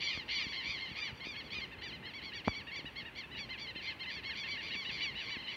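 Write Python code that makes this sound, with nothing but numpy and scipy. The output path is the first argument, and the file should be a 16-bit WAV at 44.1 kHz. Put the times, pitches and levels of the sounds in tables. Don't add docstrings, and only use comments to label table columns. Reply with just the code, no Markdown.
import sys
import numpy as np
from scipy import signal
from scipy.fft import rfft, irfft
from scipy.io import wavfile
from scipy.ndimage import map_coordinates

SR = 44100
rng = np.random.default_rng(int(sys.argv[2]) if len(sys.argv) > 2 else 0)


def to_wav(s):
    ch = np.atleast_2d(s).T
    pcm = np.round(np.clip(ch, -1, 1) * 32767)
    wavfile.write(sys.argv[1], SR, pcm.astype(np.int16))


N = 245195


def gain_of(db):
    return 10 ** (np.asarray(db) / 20)


def evened(x):
    return x / np.sqrt(np.mean(x ** 2) + 1e-20)


def add(mix, start_s, sound):
    at = round(start_s * SR)
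    sound = sound[max(-at, 0):]
    part = mix[max(at, 0):][:len(sound)]
    part += sound[:len(part)]


def coloured(x, points):
    hz, db = np.transpose(points)
    f = np.fft.rfftfreq(len(x), 1 / SR)
    gain_db = np.interp(np.log(f + 1), np.log(hz), db)
    return irfft(rfft(x) * gain_of(gain_db), len(x))


def wander(t, per_s, count=128):
    return map_coordinates(rng.standard_normal(count), [t * per_s], order=2, mode="wrap")


CRY_CREST, PEEP_CREST = .37, .345

# start_s [s], length_s [s], top_pitch_hz [Hz], level_db [dB], brightness_db [dB], trill_s [s]
NEAR_CRIES = [(-0.017, 0.17, 1157, -41.5, -0.5, 0.053), (0.016, 0.15, 1044, -47, 6.5, 0.05),
              (0.059, 0.19, 1178, -43.5, -2, 0.12), (0.281, 0.19, 1149, -41.5, 0.0, 0.069),
              (0.288, 0.14, 1032, -44, 2.5, 0.06), (0.362, 0.14, 1193, -44, -1.5, 0.065),
              (0.519, 0.13, 1066, -43.5, 0, 0.058), (0.608, 0.2, 1161, -47.5, -6.5, 0.041),
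              (0.642, 0.17, 1177, -43.5, -2, 0.095), (0.775, 0.13, 1065, -46, -2, 0.048),
              (0.949, 0.14, 1206, -48.5, -12, 0.06), (0.954, 0.17, 1197, -44.5, -1.0, 0.05),
              (1.234, 0.13, 1207, -48, -2, 0.052), (1.519, 0.11, 1236, -46.5, -3.5, 0.03),
              (2.215, 0.11, 1112, -48.5, -2, 0.044), (2.443, 0.13, 1150, -46.5, -5, 0.042),
              (3.367, 0.099, 1148.0, -47, -0.5, 0.028), (3.576, 0.11, 1154, -48, 0, 0.043),
              (3.808, 0.14, 1160, -48.5, -3, 0.068), (4.085, 0.133, 1150, -47.5, -0.5, 0.063),
              (4.35, 0.12, 1152, -45, -0.5, 0.052), (4.46, 0.14, 1151, -45.0, -6, 0.034),
              (4.601, 0.16, 1158, -47, -2.5, 0.084), (4.72, 0.15, 1144, -44.5, -4, 0.046),
              (4.888, 0.13, 1143, -44.5, -2, 0.1), (4.978, 0.16, 1156, -43, -4.5, 0.045),
              (5.163, 0.18, 1129, -50, -2, 0.1), (5.253, 0.16, 1155, -47.5, -6.5, 0.044),
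              (5.464, 0.19, 1120, -50, -3.5, 0.12)]


def trilled_cries(trim_db=-0.13, sag_per_s=2.25):
    out = np.zeros(N)
    for start_s, length_s, pitch_hz, level_db, bright_db, trill_s in NEAR_CRIES:
        cry = chick_call(length_s, pitch_hz, level_db + trim_db, bright_db, trill_s, CRY_CREST, sag_per_s)
        add(out, start_s, cry)
    return out


# start_s [s], length_s [s], top_pitch_hz [Hz], level_db [dB], brightness_db [dB]
NEAR_PEEPS = [(0.476, 0.09, 1142.0, -49, 2), (0.854, 0.09, 1044.0, -53, -1), (0.88, 0.1, 1130.0, -56.5, -3),
              (1.007, 0.12, 1001.0, -50.5, -3.5), (1.198, 0.073, 1080.0, -50.5, -4.5),
              (1.34, 0.038, 872.0, -54, -1), (1.355, 0.078, 1120.0, -48, -2.5),
              (1.44, 0.06, 1124.0, -57.5, -2), (1.501, 0.077, 1133.0, -52, 6),
              (1.532, 0.096, 1035.0, -53, 0), (1.603, 0.068, 1074.0, -48, -4.5),
              (1.711, 0.049, 920.0, -55.0, -2), (1.781, 0.033, 1070.0, -57.5, -4.0),
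              (1.812, 0.14, 1190.0, -52, 3.0), (1.813, 0.078, 1012.0, -49.5, -6),
              (1.916, 0.066, 1042.0, -53.5, 1.5), (2.024, 0.069, 994.0, -53.5, -10),
              (2.047, 0.08, 1076.0, -52, 0.5), (2.131, 0.093, 1139.0, -51, -2.5),
              (2.317, 0.073, 963.0, -51.5, -3), (2.332, 0.094, 1154.0, -50.5, 1.5),
              (2.535, 0.1, 1151.0, -49, -3), (2.669, 0.043, 946.0, -50.5, 0),
              (2.709, 0.078, 1115.0, -48, -8.5), (2.742, 0.083, 1170.0, -48, 0),
              (2.854, 0.045, 978.0, -48.5, -2), (2.954, 0.076, 1087.0, -50.5, -6),
              (2.956, 0.09, 1122.0, -51.5, -1), (3.048, 0.054, 950.0, -52, -5),
              (3.151, 0.093, 1164.0, -51, -2.5), (3.174, 0.056, 1082.0, -50.5, -3),
              (3.234, 0.028, 897.0, -54.0, 0), (3.309, 0.058, 1007.0, -52.5, -3),
              (3.342, 0.074, 973.0, -52, 3), (3.487, 0.086, 1046.0, -48, -2.5),
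              (3.525, 0.035, 884.0, -57.5, 6), (3.67, 0.054, 1040.0, -47.5, -0.5),
              (3.751, 0.071, 1047.0, -51, 3.5), (3.752, 0.035, 901.0, -54.5, 3),
              (3.857, 0.083, 1055.0, -46.5, -2.5), (3.888, 0.052, 890.0, -55.5, -2.0),
              (3.994, 0.068, 1066.0, -48.5, 0.5), (4.029, 0.04, 910.0, -53.5, 1),
              (4.055, 0.07, 1027.0, -46.5, -6.0), (4.159, 0.054, 907.0, -53.5, -1),
              (4.224, 0.086, 1024.0, -54, -4), (4.235, 0.13, 1104.0, -46.5, -3),
              (4.296, 0.04, 912.0, -52, -11), (4.433, 0.051, 928.0, -49, -1),
              (4.502, 0.077, 1047.0, -51, 3), (4.569, 0.056, 953.0, -48, -3),
              (4.665, 0.044, 1014.0, -54.5, 5), (4.701, 0.073, 975.0, -46.5, 3.0),
              (4.847, 0.079, 985.0, -46, 3.0), (5.004, 0.068, 1000.0, -44.5, 5),
              (5.143, 0.11, 990.0, -49, 1.5), (5.173, 0.062, 996.0, -52, 7),
              (5.3, 0.081, 1008.0, -47, -1.5), (5.38, 0.059, 1045.0, -52, 1),
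              (5.429, 0.055, 1037.0, -53.5, 3), (5.47, 0.069, 1009.0, -49.5, 4)]


def short_peeps(trim_db=1.0, sag_per_s=5.3, flutter_share=.15):
    out = np.zeros(N)
    for start_s, length_s, pitch_hz, level_db, bright_db in NEAR_PEEPS:
        flutter_s = flutter_share * length_s
        call = chick_call(length_s, pitch_hz, level_db + trim_db, bright_db, flutter_s, PEEP_CREST, sag_per_s)
        add(out, start_s, call)
    return out


STRAIN_HZ, STRAIN_DB_PER_OCTAVE = 1145, 32

# [dB, relative]
SYRINX_HARMONICS = [-6, -2, 2.5, -2, -12, -18.5, -25]


def chick_call(length_s, top_hz, level_db, bright_db, trill_s, crest, sag_per_s):
    scoop, trill_depth, jitter = 0.1591, .165, 0.002
    trill_dip_db, shimmer_db = 6.5, 1.7
    t = np.arange(int(length_s * SR)) / SR
    rise_s, fall_s = crest * length_s, (1 - crest) * length_s
    u = np.clip((t - rise_s) / np.where(t < rise_s, rise_s, fall_s), -1, 1)
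    dips = trill(t, trill_s)

    slur = (np.sin(1.23 * abs(u)) / np.sin(1.23)) ** 2.3
    bend = np.where(u < 0, scoop * u ** 2, sag_per_s * fall_s * slur)
    arch = (1 - bend) * (1 - trill_depth * dips)
    pitch = top_hz * arch * (1 + jitter * wander(t, 352))
    turns = np.cumsum(pitch) / SR

    strain_db = STRAIN_DB_PER_OCTAVE * np.log2(np.clip(top_hz / STRAIN_HZ, .88, 1))
    voice = 0
    for k, source_db in enumerate(SYRINX_HARMONICS, 1):
        colour_db = bright_db * (.5 if k > 2 else -.5) + strain_db * (k > 4)
        harmonic_db = source_db + colour_db + throat(k * pitch) + shimmer_db * wander(t, 114.4)
        voice = voice + gain_of(harmonic_db) * np.sin(2 * np.pi * (k * turns + rng.random()))
    loudness = (1 - u ** 2) ** np.where(u < 0, .38, 1.0)
    return np.sqrt(2) * gain_of(level_db - trill_dip_db * dips) * loudness * voice


def trill(t, length_s):
    beats = 104 * rng.uniform(.92, 1.08) * t + rng.random() + .08 * wander(t, 70)
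    pulses = np.tanh(1.6 * np.sin(np.pi * beats) ** 4)
    dips = pulses * (1 + .15 * wander(t, 100)) - .25
    release = np.clip((length_s - t) / .012 + .5, 0, 1)
    return dips * release * (length_s > .01)


# frequency_hz [Hz], gain_db [dB]
THROAT_AND_BEAK = [(800, -27.5), (1150, -19), (1600, 0), (2000, -1.5), (2350, 3), (2850, -0.5),
                   (3600, -6.5), (4200, 1), (4750, -1), (5250, -8), (5800, -4.5), (6400, -16),
                   (7000, -14.5), (8000, -34)]


def throat(hz):
    return np.interp(hz, *np.transpose(THROAT_AND_BEAK))


# [dB, relative]
FAR_SWELL = [(0, -57), (.7, -55), (1.1, -59), (1.5, -61), (2.0, -63), (2.5, -62), (3.1, -64), (3.7, -62),
             (4.3, -60), (4.9, -55), (5.56, -56)]


def far_chicks(count=120, bright_db=-1, sag_per_s=3.6):
    out = np.zeros(N)
    for k, (when, effort, nearness) in enumerate(rng.random((count, 3))):
        length_s = 0.049 + .075 * effort
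        rise_s = CRY_CREST * length_s
        trill_s = rise_s * (effort > .7)
        pitch_hz = 900 + 290 * effort
        call = chick_call(length_s, pitch_hz, 6 * nearness, bright_db, trill_s, CRY_CREST, sag_per_s)
        crest_s = (k + when) / count * N / SR
        add(out, crest_s - rise_s, call)
    swell_db = np.interp(np.arange(N) / SR, *np.transpose(FAR_SWELL))
    return evened(out) * gain_of(swell_db)


# frequency_hz [Hz], gain_db [dB]
SCATTER_COLOUR = [(1000, 29.5), (2200, 10.5), (3000, 9.5), (4500, 9.5), (7000, 21)]


def bushes(x, late_db=-27.5, early_db=-22.0, early_t60_s=0.051, late_t60_s=.45):
    t = np.arange(SR // 2) / SR
    sparse = rng.random(len(t)) < 2000 / SR
    reflections = rng.choice([-1., 1.], len(t)) * sparse * (t > .002)
    early = reflections * gain_of(-60 * t / early_t60_s)
    late = reflections * gain_of(-60 * t / late_t60_s) * (1 - np.exp(-t / .02))
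    echo = gain_of(early_db) * early / np.linalg.norm(early)
    echo = echo + gain_of(late_db) * late / np.linalg.norm(late)
    return signal.fftconvolve(x, coloured(echo, SCATTER_COLOUR))[:N]


# start_s [s], level_db [dB, before onset and decay], ring_hz [Hz]
FINGER_TOUCHES = [(0.149, -41, 75.4), (0.175, -30.5, 236), (0.174, -35, 1200), (0.466, -32, 182),
                  (0.689, -36, 116), (0.914, -31, 166), (1.127, -35, 130), (1.27, -32.5, 316),
                  (1.524, -37, 140), (1.586, -31, 238), (2.4756, -15, 212), (2.4808, -10, 890),
                  (2.483, -24.5, 90), (2.494, -33, 1300), (2.792, -32, 346), (2.845, -30.5, 272),
                  (3.028, -35.5, 129), (3.759, -33.5, 254), (4.752, -35.5, 237), (4.89, -36.5, 218),
                  (5.368, -32, 258)]


def fingers(onset_cycles=0.025, scuff_db=-15, decay_cycles=3.3):
    out, t = np.zeros(N), np.arange(SR // 8) / SR
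    for start_s, level_db, ring_hz in FINGER_TOUCHES:
        dull = signal.butter(2, 1.4 * ring_hz, fs=SR)
        scuff = evened(signal.lfilter(*dull, rng.standard_normal(len(t))))
        touch = -np.sin(2 * np.pi * ring_hz * t) + gain_of(scuff_db) * scuff
        decay = gain_of(level_db - 60 * t * ring_hz / decay_cycles)
        onset = 1 - np.exp(-t * ring_hz / onset_cycles)
        add(out, start_s, decay * touch * onset)
    return out


# [dB per Hz, relative]
AIR_COLOUR = [(25, -42), (55, 2), (100, -0.5), (240, -2.5), (340, -4), (760, -12.5), (870, -6.5),
              (990, -12), (1100, -11), (1300, -13.5), (2800, -9.5), (4500, -32.5), (7500, -38.5),
              (15500, -39.5)]


def air(level_db=-53.5, flutter_db=1.5, rumble_hz=450):
    t = np.arange(N) / SR
    wash = evened(coloured(rng.standard_normal(N), AIR_COLOUR))
    rumble = signal.sosfiltfilt(signal.butter(2, rumble_hz, fs=SR, output="sos"), wash)
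    hiss = wash - rumble
    return gain_of(level_db) * (rumble * gain_of(flutter_db * wander(t, 22)) + hiss)


def scene(far_direct_db=-7, far_echo_db=9, case_hz=5200):
    from_edge = np.minimum(np.arange(N), np.arange(N)[::-1])
    ease = np.minimum(from_edge / (.004 * SR), 1)
    near = (trilled_cries() + short_peeps()) * ease
    far = far_chicks() * ease
    echoes = bushes(near + gain_of(far_echo_db) * far)
    chorus = near + gain_of(far_direct_db) * far + echoes
    handling = signal.lfilter(*signal.butter(2, case_hz, fs=SR), fingers())
    mono = chorus + handling + air()
    return np.array([mono, mono])


def record(dry, low_cut_hz=48, edge_hz=15900):
    cut = signal.sosfilt(signal.butter(4, low_cut_hz, "high", fs=SR, output="sos"), dry)
    band_limit = signal.firwin(511, edge_hz, window=("kaiser", 9), fs=SR)
    return signal.oaconvolve(cut, band_limit[None], "same")


dry = scene()
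out = record(dry)
to_wav(out)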